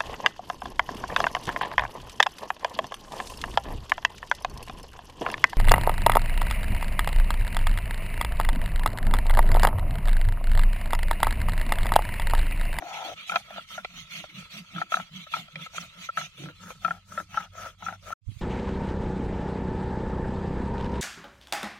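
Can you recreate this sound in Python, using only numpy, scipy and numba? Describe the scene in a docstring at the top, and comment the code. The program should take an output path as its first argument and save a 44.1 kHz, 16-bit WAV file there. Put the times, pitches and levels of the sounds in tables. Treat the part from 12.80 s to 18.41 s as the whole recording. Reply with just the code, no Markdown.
"""A stone roller is pushed back and forth over a stone slab, close to a phone with two microphone ports.
Coloured noise grains make the grit hiss; lumpier grains drive resonances, so the rubbed stones ring.
The roller skips over the pitted face as short blows into the same modes; the slab rumbles and knocks below.
Behind lie outdoor air as shaped noise, a low hum of sines that joins later, a short silence and puffs of wind."""
import sys
import numpy as np
from scipy import signal
from scipy.fft import rfft, irfft
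from scipy.io import wavfile
from scipy.ndimage import uniform_filter1d
from numba import njit

SR = 44100
rng = np.random.default_rng(int(sys.argv[2]) if len(sys.argv) > 2 else 0)


def decibels_to_gain(level_db):
    """Convert a level in decibels to a linear amplitude gain (20 dB per decade)."""
    exponent = np.asarray(level_db, float) / 20
    return 10 ** exponent


def generate_wav(signal):
    """Clip the signal to [-1, 1] and save it as 16-bit WAV at the path in sys.argv[1]."""
    frames = np.transpose(np.atleast_2d(signal))
    scaled = np.clip(frames, -1, 1) * 32767
    pcm = np.round(scaled).astype(np.int16)
    wavfile.write(sys.argv[1], SR, pcm)


N = 247401
T = np.arange(N) / SR
F = np.maximum(np.arange(N // 2 + 1) * SR / N, 1)
SLOW = T[::32]  # moments at which the slow controls are worked out


def unit(x):
    """Scale to rms 1."""
    return x / np.sqrt(np.mean(x ** 2))


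def along(table):
    """A (frequency [Hz], value) table read at every frequency, on a log scale."""
    hz, value = np.transpose(table)
    return np.interp(np.log(F), np.log(hz), value)


def curves(table, at=T):
    """A (time [s], value) table as a curve in time."""
    return np.interp(at, *np.transpose(table))


def colour(x, table):
    """Give a flat sound the spectrum of a (frequency [Hz], level [dB]) table, at rms 1."""
    return unit(irfft(rfft(x) * decibels_to_gain(along(table)), N))


@njit
def svf(x, hz, width):
    """Resonance with moving centre and width, gain 1 at the centre."""
    y, b, l = np.empty(len(x)), 0., 0.
    for i in range(len(x)):
        g, k = np.tan(np.pi * hz[i] / SR), width[i] / hz[i]
        v = (b + g * (x[i] - l)) / (1 + g * (g + k))
        b, l, y[i] = 2 * v - b, l + 2 * g * v, k * v
    return y


def band(x, hz, width):
    """One resonance; centre and width are numbers or curves."""
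    return svf(x, hz + 0. * x, width + 0. * x)


def modes(x, table, tune=1, damp=0):
    """Ring a set of modes; extra damping [Hz] shortens them without making them louder."""
    out = 0
    for hz, width, db in table:
        out = out + decibels_to_gain(db) * band(x, tune * hz, width + damp) * width / (width + damp)
    return out


def walk(rate):
    """Random levels held 1 / rate s and slewed; spread near 1."""
    k = int(SR / rate)
    return uniform_filter1d(np.repeat(rng.standard_normal(N // k + 1), k), k)[:N]


def grains(spread_db, flutter_db, rate):
    """Crushed grains: noise with some large samples, whose density flutters; one common flutter, two draws."""
    large_db = spread_db * np.minimum(rng.exponential(size=N), 4)
    size = decibels_to_gain(large_db + flutter_db * np.clip(walk(rate), -2, 1.3))
    return size * rng.standard_normal((2, N))


def treble_warble(pair, dip_db, wide_db):
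    """Lay a warble over a sound: narrow patches of its treble drop out, wide ones swell and fade."""
    hz, _, spec = signal.stft(pair, SR, nperseg=512)
    field = rng.standard_normal((2,) + spec.shape[1:])
    narrow = unit(uniform_filter1d(uniform_filter1d(field[0], size=2, axis=0), size=6, axis=1))
    wide = unit(uniform_filter1d(uniform_filter1d(field[1], size=14, axis=0), size=8, axis=1))
    treble = np.clip(hz[:, None] / 4000, 0, 1)
    warble_db = treble * (dip_db * np.minimum(narrow, 1.3) + wide_db * wide)
    return signal.istft(spec * decibels_to_gain(warble_db), nperseg=512)[1][:, :N]


# Colour balance of the two ports: (frequency [Hz], left minus right [dB])
PORT_TILT = [(60, 1), (110, 0.5), (200, -4), (380, -2), (700, 2.5), (1290, 2.5), (2380, -2.6), (4400, -4.5),
             (8120, -4), (15000, -9.5)]
# Likeness of the two ports: (frequency [Hz], share of amplitude common to both [0-1])
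PORT_LIKENESS = [(30, 0.21), (70, 0.86), (150, 1), (600, 0.78), (1400, 0.96), (2500, 0.18), (5000, 0.21),
                 (12000, 0.05)]


def ports(pair, lag_ms):
    """Left hears the first draw; right hears it later, mixed with an unrelated draw where the ports differ."""
    a, b = rfft(pair)
    common = np.clip(along(PORT_LIKENESS), 0, 1)
    late = a * np.exp(-2j * np.pi * F * lag_ms / 1000)
    right = common * late + np.sqrt(1 - common ** 2) * b
    tilt = along(PORT_TILT) / 2
    return irfft(np.array([a * decibels_to_gain(tilt), right * decibels_to_gain(-tilt)]), N)


# Colour of the outdoor air: (frequency [Hz], relative level per Hz [dB])
AIR_COLOUR = [(12, -39.5), (20, 14), (181, 12), (405, -38.5), (1140, -8.5), (1340, -26), (1590, -24),
              (3370, -15.5), (4970, -11), (6220, -14.5), (7560, -16.5), (13600, -32), (15600, -45.5)]


def outdoor_air():
    """Open-air noise: shaped hiss at a wavering level, with a treble warble laid over it."""
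    hiss = treble_warble(rng.standard_normal((2, N)), 8.7, 0.85)
    level_db = -61.5 + 3.5 * walk(19.0)
    return np.array([colour(v, AIR_COLOUR) for v in hiss]) * decibels_to_gain(level_db)


# Partials of the hum: (mean frequency [Hz], relative mean level [dB])
HUM_PARTIALS = [(48.3, 0), (96.6, 7), (193, -9.5)]
# Loudness of the hum: (time [s], level [dB])
HUM_LEVEL = [(3.5, -92), (3.644, -64.5), (3.846, -59.5), (4.36, -57), (4.556, -63.5), (4.742, -55),
             (4.96, -56), (5.27, -54.5), (5.36, -55)]


def low_hum():
    """Three sines whose shared pitch and separate levels waver."""
    turn = 2 * np.pi * np.cumsum(1 + 0.009 * walk(11)) / SR
    hum = unit(sum(decibels_to_gain(db + 4.7 * walk(42)) * np.sin(hz * turn) for hz, db in HUM_PARTIALS))
    return hum * decibels_to_gain(np.interp(T, *np.transpose(HUM_LEVEL), left=-99, right=-99))


# Gust level before panning: (time [s], level [dB])
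GUST_LEVEL = [(5.41, -53), (5.472, -69.5), (5.49, -40), (5.542, -60), (5.562, -58), (5.61, -54)]
# Single puffs before panning:
# (time [s], level [dB], time scale [ms], signed factor on the peak: positive pushes, negative pulls)
WIND_PUFFS = [(5.481, -38.5, 6.8, -1.36), (5.518, -51.5, 1.7, -0.89), (5.57, -41, 3.9, 1)]


def wind():
    """Wind buffets each port on its own as low noise, with single puffs on both, the right one harder."""
    gust_colour = [(20, -7.0), (50, -4.5), (100, 9.5), (250, -21.5), (600, -61.5)]  # (Hz, dB per Hz)
    gusts = np.array([colour(v, gust_colour) for v in rng.standard_normal((2, N))])
    gusts = gusts * decibels_to_gain(np.interp(T, *np.transpose(GUST_LEVEL), left=-99))
    for at, db, ms, factor in WIND_PUFFS:
        # one push or pull of air on the membrane and its rebound
        u = (T - at) / ms * 1000
        gusts = gusts + factor * decibels_to_gain(db) * (1 - 2 * u ** 2) * np.exp(-u ** 2)
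    left_minus_right_db = -27
    return gusts * decibels_to_gain(np.array([[1], [-1]]) * left_minus_right_db / 2)


# Strokes of the roller, each ending where the next begins:
# (start [s], grit loudest [s], coarse level [dB], middle level [dB], fine level [dB])
STROKES = [(-0.04, 0.27, -43, -52, -65.5), (0.352, 0.412, -48, -65, -76), (0.455, 0.511, -44, -53, -52.5),
           (0.65, 0.798, -50.5, -97.5, -64.5), (0.86, 0.909, -44.5, -50.5, -56.5),
           (1.07, 1.199, -46.5, -53, -75.5), (1.27, 1.338, -41.5, -51.5, -56.5),
           (1.49, 1.597, -55, -60.5, -69), (1.68, 1.744, -43.5, -53, -55.5),
           (1.88, 2.005, -45.5, -58.5, -66.5), (2.08, 2.131, -40, -47, -55), (2.28, 2.384, -45.5, -59, -67),
           (2.49, 2.547, -39, -49, -54), (2.69, 2.847, -49, -62.5, -64.5), (2.9, 2.978, -40.5, -46, -54),
           (3.11, 3.238, -45, -54.5, -59), (3.31, 3.4, -37.5, -46.5, -54), (3.52, 3.627, -49, -60.5, -60.5),
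           (3.75, 3.882, -73, -57.5, -55), (3.98, 4.048, -54, -56.5, -62), (4.23, 4.363, -65, -56.5, -54.5),
           (4.47, 4.549, -44.5, -50, -65.5), (4.7, 4.845, -54, -53.5, -59),
           (4.96, 5.069, -49.5, -53.5, -64), (5.2, 5.298, -55.5, -54, -60.5),
           (5.42, 5.605, -56, -69.5, -62)]
LAST_END_S = 5.75


def stroke_turns():
    """Moments [s] at which the roller turns round, with the end of the last stroke."""
    return np.append(np.transpose(STROKES)[0], LAST_END_S)


def speed(loudest):
    """Roller speed 0-1 and stroke number: at rest at each turn, fastest at the given moment of each stroke."""
    turns = stroke_turns()[:len(loudest) + 1]
    knots = np.append(np.transpose([turns[:-1], loudest]).ravel(), turns[-1])
    phase = np.interp(SLOW, knots, np.arange(len(knots)) / 2)
    return np.abs(np.sin(np.pi * phase)), np.minimum(phase.astype(int), len(loudest) - 1)


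# How peaked the strokes are; low values hold their level, as in the long first stroke and on wet paste:
# (time [s], share of the speed power [0-1])
STROKE_PEAKEDNESS = [(0, 0.25), (.33, 0.082), (.5, 0.6), (1.9, 1), (2.1, 0.82), (3.5, 0.82), (4.0, 0.68),
                     (4.7, 0.49), (5.3, 0.55)]
# Coarse grit while the roller turns round; it sinks later on as the seeds become paste: (time [s], level [dB])
RESTING_LEVEL = [(0, -71), (.44, -50.5), (1.0, -55), (1.6, -49.5), (1.9, -54), (3.3, -55), (3.6, -54.5),
                 (4.2, -65), (5.3, -68), (5.45, -74)]
STICK = 0.12  # below this share of full speed the roller sticks, leaving only the resting level


def layer(loudest, db, law):
    """Gain of a rubbing sound: stroke level times a power of speed, over a resting level; law is (power, dB)."""
    power, rest_db = law
    v, k = speed(loudest)
    v = np.maximum(v - STICK, 0) / (1 - STICK)
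    moving = decibels_to_gain(db[k]) * v ** (power * curves(STROKE_PEAKEDNESS, SLOW))
    resting = decibels_to_gain(curves(RESTING_LEVEL, SLOW) + rest_db)
    return np.interp(T, SLOW, moving + resting)


# Rubbed stones, one row for each stroke:
# (loudest [s], roller ring level [dB], hollow tone level [dB], hollow tone pitch before its sag [Hz])
RUBBED_STONES = [(.24, -42.5, -36, 820), (.4, -53, -68, 642), (0.542, -50.5, -43, 790),
                 (0.748, -44.5, -50.5, 710), (.93, -51.5, -64, 700), (1.17, -57, -68, 750),
                 (1.36, -61, -60, 700), (1.59, -54.5, -64, 600), (1.75, -53, -58, 704),
                 (2.001, -40.5, -47, 756), (2.15, -40, -46.5, 800), (2.39, -54.5, -77, 726),
                 (2.563, -48, -49, 766), (2.81, -53, -63, 610), (2.999, -47.5, -55, 714),
                 (3.22, -57, -68, 667), (3.41, -49.5, -53, 746), (3.66, -65, -58, 546),
                 (3.889, -44, -60, 560), (4.098, -44.5, -48.5, 792), (4.38, -47.5, -60, 637),
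                 (4.601, -40.5, -50, 865), (4.821, -39, -47, 672), (5.082, -47.5, -49, 830),
                 (5.311, -43, -48, 635), (5.55, -91, -83, 700)]
HOLLOW_WIDTH_HZ = 100  # while the roller flies


def hollow_pitch():
    """The hollow tone between the stones: highest in mid-stroke, lower at the turns, more so in long strokes."""
    turns = stroke_turns()
    v, k = speed((turns[1:] + turns[:-1]) / 2)
    sag = .7 * np.diff(turns)[k] * (1 - v)  # share of the pitch, .7 for each second a stroke lasts
    hz = np.transpose(RUBBED_STONES)[3][k] * (1 - sag)
    return np.interp(T, SLOW, uniform_filter1d(hz, size=25))


# Slab rocking on the ground, one row for each stroke but the last:
# (loudest [s], rumble level [dB], rumble pitch [Hz])
SLAB_ROCKING = [(0.05, -62, 178), (0.4, -60, 176.6), (0.549, -53.5, 183.5), (0.786, -55.5, 192),
                (0.982, -55, 181), (1.192, -47, 174.4), (1.384, -51, 173.4), (1.582, -45, 162.5),
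                (1.8, -44.5, 185), (1.977, -37.5, 170), (2.195, -46.5, 187), (2.361, -43.5, 162),
                (2.609, -45, 165), (2.797, -43, 163), (3.013, -48, 175), (3.203, -53, 179),
                (3.416, -47.5, 168.5), (3.655, -40, 145), (3.857, -49, 184), (4.089, -45.5, 172.3),
                (4.388, -48, 185), (4.567, -48.5, 168), (4.842, -58, 184), (5.088, -45.5, 180.3),
                (5.304, -61.5, 187)]
# Slab knocking on the ground: (time [s], peak level [dB], fade time scale [s])
SLAB_KNOCKS = [(.02, -47.5, 0.035), (.26, -52, 0.062), (.55, -50.5, 0.025), (.77, -61, 0.035),
               (1.42, -58.5, .03), (1.5, -61.5, .06), (1.97, -53, 0.079), (2.75, -86, .03),
               (3.612, -41.5, 0.064), (3.68, -56, 0.023), (4.08, -59, 0.032), (4.39, -61, 0.055),
               (5.06, -71, 0.041), (5.32, -61.5, 0.055)]


def slab(bumps):
    """Dragging grains drive a moving low resonance as the slab rocks; bumps drive a fixed one as it knocks."""
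    loudest, rumble_db, slab_hz = np.transpose(SLAB_ROCKING)
    rumble, rumble_hz = layer(loudest, rumble_db, (3.44, -21.5)), np.interp(T, loudest, slab_hz)
    knock = 0
    for at, db, fall in SLAB_KNOCKS:
        scale_s = np.where(SLOW < at, 0.013, fall)  # quick rise, slower fall
        knock = knock + decibels_to_gain(db) * np.exp(-((SLOW - at) / scale_s) ** 2)
    knock = np.interp(T, SLOW, knock) + decibels_to_gain(-33.5) * rumble  # a little knocking under all the rumble
    knock_mode = [(314.6, 74, 0)]  # (Hz, width Hz, dB)
    out = np.zeros((2, N))
    for k, drag in enumerate(grains(1.9, 0.85, 35)):
        out[k] = rumble * unit(band(band(drag, rumble_hz, 53), rumble_hz, 36.4))
        out[k] += knock * unit(modes(modes(bumps[k], knock_mode), knock_mode))
    return out


def faint_skips():
    """Small skips at random moments, loudest while the roller is fast; rows laid out as in ROLLER_SKIPS."""
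    count = int(4 * N / SR)  # 4 per second
    at, size = rng.uniform(0, STROKES[-1][0], count), rng.standard_normal((count, 3))
    v = np.interp(at, SLOW, speed(np.transpose(STROKES)[1])[0])
    db = -45 + 3. * size[:, 0] + 20 * np.log10(v + .01)
    hollow_db, upper_db = -4 + 6 * size[:, 1], -15 + 6 * size[:, 2]
    return [(s, d, low, high, 7) for s, d, low, high in zip(at, db, hollow_db, upper_db)]


# Roller skips: (time [s], main ring peak [dB], hollow tone over it [dB], upper modes over it [dB], flight [ms])
ROLLER_SKIPS = [(.023, -39, 11, -36, 11), (.072, -42, -18, -22, 6.5), (.496, -22.5, -10, 4, 7.5),
                (.52, -21, -3.5, -2, 66), (.54, -27, 2, -15, 15), (.559, -10, -1.5, -0.5, 12.5),
                (.706, -43.5, 11, -34, 21), (.743, -49, 8, -22, 2.7), (.761, -32.5, -6, -35, 66),
                (.781, -38.5, 12, -21, 7.2), (.979, -28.5, 2, -24, 22), (1.048, -33, 11, 12, 8.7),
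                (1.317, -40.5, -19, -16, 26), (1.441, -42.5, 11.5, -26, 13), (1.962, -29, -5, -29, 12),
                (1.981, -23.5, -38, -26, 7.5), (2.016, -18, -2, -69, 8.7), (2.121, -18.5, -4.5, -6, 8.9),
                (2.141, -9, -16, -6.5, 3.6), (2.17, -18, -6, -14, 6.4), (2.199, -29.5, 6.2, -37, 12),
                (2.467, -39.5, -4, -17, 12), (2.538, -14, -50, -3, 15), (2.566, -29.5, 3.5, -15, 6.7),
                (2.682, -45.5, 0, 4, 11), (2.757, -45, 11, 22, 14), (2.863, -33, -1, -7, 11.6),
                (2.982, -20, -9, 0, 1.8), (3.289, -23, -11, -48, 12), (3.373, -14, -9.5, -12, 18),
                (3.414, -27.5, -20, -25, 9), (3.44, -46, 1, -9, 4.9), (3.637, -42, 4, 5, 12),
                (3.657, -41.5, 3.5, -15, 31), (3.687, -42, 9, -18, 24), (3.881, -39, -2, -40, 7.6),
                (3.905, -39.5, 9.5, 7.5, 20.5), (4.048, -12.5, -12, -10.5, 17), (4.081, -25.5, -2, -41, 12),
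                (4.108, -18.5, -3, -16.5, 9.9), (4.322, -36, -30.5, -18, 8.1),
                (4.377, -21.5, -6, -19.5, 16), (4.4, -26, -5, -39, 13), (4.544, -31, 3, -22, 39),
                (4.573, -14.5, -6, -30.5, 13.5), (4.629, -49, -13.5, -31, 18),
                (4.752, -50.5, 11, -23.5, 5.5), (4.859, -40.5, 6, -26.5, 18), (5.024, -34.5, 5, -37, 10.6),
                (5.064, -23, -25, -37, 8.2), (5.084, -21, -8, -48, 11), (5.126, -34.5, 4, -23, 26),
                (5.305, -46.5, 18.5, -15, 14), (5.325, -24.5, -38, -16.5, 9.7)]
# Main modes of the roller, before tuning and damping: (frequency [Hz], width [Hz], relative level [dB])
ROLLER_MODES = [(1342, 42, 0), (975, 90, -18), (1660, 140, -24)]
# Upper modes of the roller, before tuning and damping: (frequency [Hz], width [Hz], relative level [dB])
ROLLER_UPPER_MODES = [(2150, 200, -8), (2470, 180, 0), (3340, 100, 3), (3900, 250, -12)]
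SKIP_HZ, SKIP_SCATTER = 1336, .015  # mean pitch of the thrown roller, and the share by which the grip shifts it
BLOW_WIDTH_HZ = 840  # band around the main ring that a blow excites
LANDED_WIDTH_HZ = 110.  # extra damping once the roller is pressed back on the slab


def skips():
    """A ridge throws the roller up: it rings freely while it flies and is damped when it lands."""
    hollow = hollow_pitch()
    span = 1800  # samples
    t = np.arange(span) / SR
    rows = faint_skips() + ROLLER_SKIPS
    rough = rng.standard_normal((len(rows), 2 * span + 1))
    out = np.zeros((2, N + span))
    for (at, db, hollow_db, upper_db, ms), draw in zip(rows, rough):
        noise, hz = draw[1:].reshape(2, span), SKIP_HZ * (1 + SKIP_SCATTER * draw[0])
        flight = max(ms, 1) / 1000
        # a gritty blow of a millisecond or two, then weaker chatter until it lands
        blow = t / 0.0009 * np.exp(-t / 0.0012)
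        chatter = 0.18 * np.exp(-(t / flight) ** 2)
        # stone on grit is a blunt contact
        push = [band(band(v, 1500, 2200), 1500, 2200) for v in noise * (blow + chatter)]
        damp = LANDED_WIDTH_HZ * np.clip(4 * (t / flight - 1), 0, 1)
        i = max(int((at - .0012) * SR), 0)
        for k in range(2):
            main = band(modes(push[k], ROLLER_MODES, hz / ROLLER_MODES[0][0], damp), hz, BLOW_WIDTH_HZ)
            low = modes(push[k], [(hollow[i], HOLLOW_WIDTH_HZ, 0)], 0.93, damp)
            upper = modes(push[k], ROLLER_UPPER_MODES, 0.97, damp)
            main, low, upper = (v / np.abs(v).max() for v in (main, low, upper))
            out[k, i:i + span] += decibels_to_gain(db) * (main + decibels_to_gain(hollow_db) * low + decibels_to_gain(upper_db) * upper)
    return out[:, :N]


def rubbed_stones(bumps):
    """Bumps ring the roller, damped by the pressing hands, and the moving hollow tone between the stones."""
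    loudest, ring_db, hollow_db, _ = np.transpose(RUBBED_STONES)
    ring, hollow = layer(loudest, ring_db, (4.18, -8.5)), layer(loudest, hollow_db, (3.42, -22.5))
    hollow_hz, wide = hollow_pitch(), 2.37 * HOLLOW_WIDTH_HZ
    out = np.zeros((2, N))
    for k in range(2):
        out[k] = ring * unit(modes(bumps[k], ROLLER_MODES, 0.98, damp=25.))
        out[k] += hollow * unit(band(band(bumps[k], hollow_hz, wide), hollow_hz, wide))
    return out


# Colour of the coarse grit: (frequency [Hz], relative level per Hz [dB])
COARSE_COLOUR = [(700, -51), (1100, -11), (1700, -13), (1900, -4.5), (2150, 3), (2600, 1.5), (2970, 0.5),
                 (3380, 3), (3700, -2.5), (4600, -9.5), (4950, -27.5), (5500, -65.5)]
# Colour of the middle grit: (frequency [Hz], relative level per Hz [dB])
MIDDLE_COLOUR = [(4900, -60), (5200, -9), (5600, -6.5), (6200, -0.5), (6800, -7.5), (7300, -36),
                 (7800, -23.5)]
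# Colour of the fine grit: (frequency [Hz], relative level per Hz [dB])
FINE_COLOUR = [(4470, -3), (7600, -1.5), (8670, -5), (9900, -5), (10700, -6.5), (12400, -10.5), (13400, -8),
               (15600, -20.5)]


def grit_hiss():
    """Crushed grains hiss in three colours, each growing with roller speed by its own law; the treble warbles."""
    _, loudest, coarse_db, middle_db, fine_db = np.transpose(STROKES)
    coarse = layer(loudest, coarse_db, (4.05, 0.))
    middle = layer(loudest, middle_db, (4.2, -17.5))
    fine = layer(loudest, fine_db, (2.6, -20))
    out = np.zeros((2, N))
    for k, sand in enumerate(treble_warble(grains(1.8, 2.54, 53), 7.9, 1.47)):
        out[k] = coarse * colour(sand, COARSE_COLOUR) + middle * colour(sand, MIDDLE_COLOUR)
        out[k] += fine * colour(sand, FINE_COLOUR)
    return out


# Lumpiness of the rubbing, as flutter of the bumps that ring the stones: (time [s], flutter depth [dB])
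BUMP_FLUTTER = [(0, 1.5), (.4, 1.5), (.65, 5), (2.0, 4), (3.6, 5.5), (4.6, 4), (5.3, 4)]


def strokes():
    """Rubbing: grit hiss, ringing stones and slab; the same bumps drive the stones and the slab's knocks."""
    bumps = grains(4.96, curves(BUMP_FLUTTER), 70)
    return grit_hiss() + rubbed_stones(bumps) + slab(bumps)


# Where the contact between the stones sits: (time [s], left minus right [dB])
CONTACT_SWAY = [(0, 3), (.5, 0.3), (1.5, 0.4), (2.0, 1.3), (3.4, 1), (4.1, 2.5), (4.5, 2), (5.1, 3),
                (5.33, 2.2)]
# the right port hears the stones later, less so once the phone has turned
LAG_BEFORE_MS, LAG_AFTER_MS, TURNED_S = .14, .06, 3.75


def scene():
    """Stones close by, in the open."""
    stones = skips() + strokes()
    sway = decibels_to_gain(np.array([1, -1])[:, None] * curves(CONTACT_SWAY) / 2)
    before, after = ports(stones, LAG_BEFORE_MS), ports(stones, LAG_AFTER_MS)
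    background = ports(outdoor_air() + low_hum(), 0.039)
    return sway * np.where(T < TURNED_S, before, after) + background + wind()


def top_cut(x):
    """Nothing passes above the cut-off."""
    return signal.sosfilt(signal.butter(12, 15740, fs=SR, output="sos"), x)


# Everything drops out and fades back: (time [s], level [dB])
DROPOUT = [(5.333, -0.5), (5.339, -39), (5.35, -80), (5.4, -62), (5.42, -20), (5.47, -2)]


def record(dry):
    """The whole sound drops out once, briefly."""
    mix = dry * decibels_to_gain(curves(DROPOUT))
    return top_cut(mix)


dry = scene()
out = record(dry)
generate_wav(out)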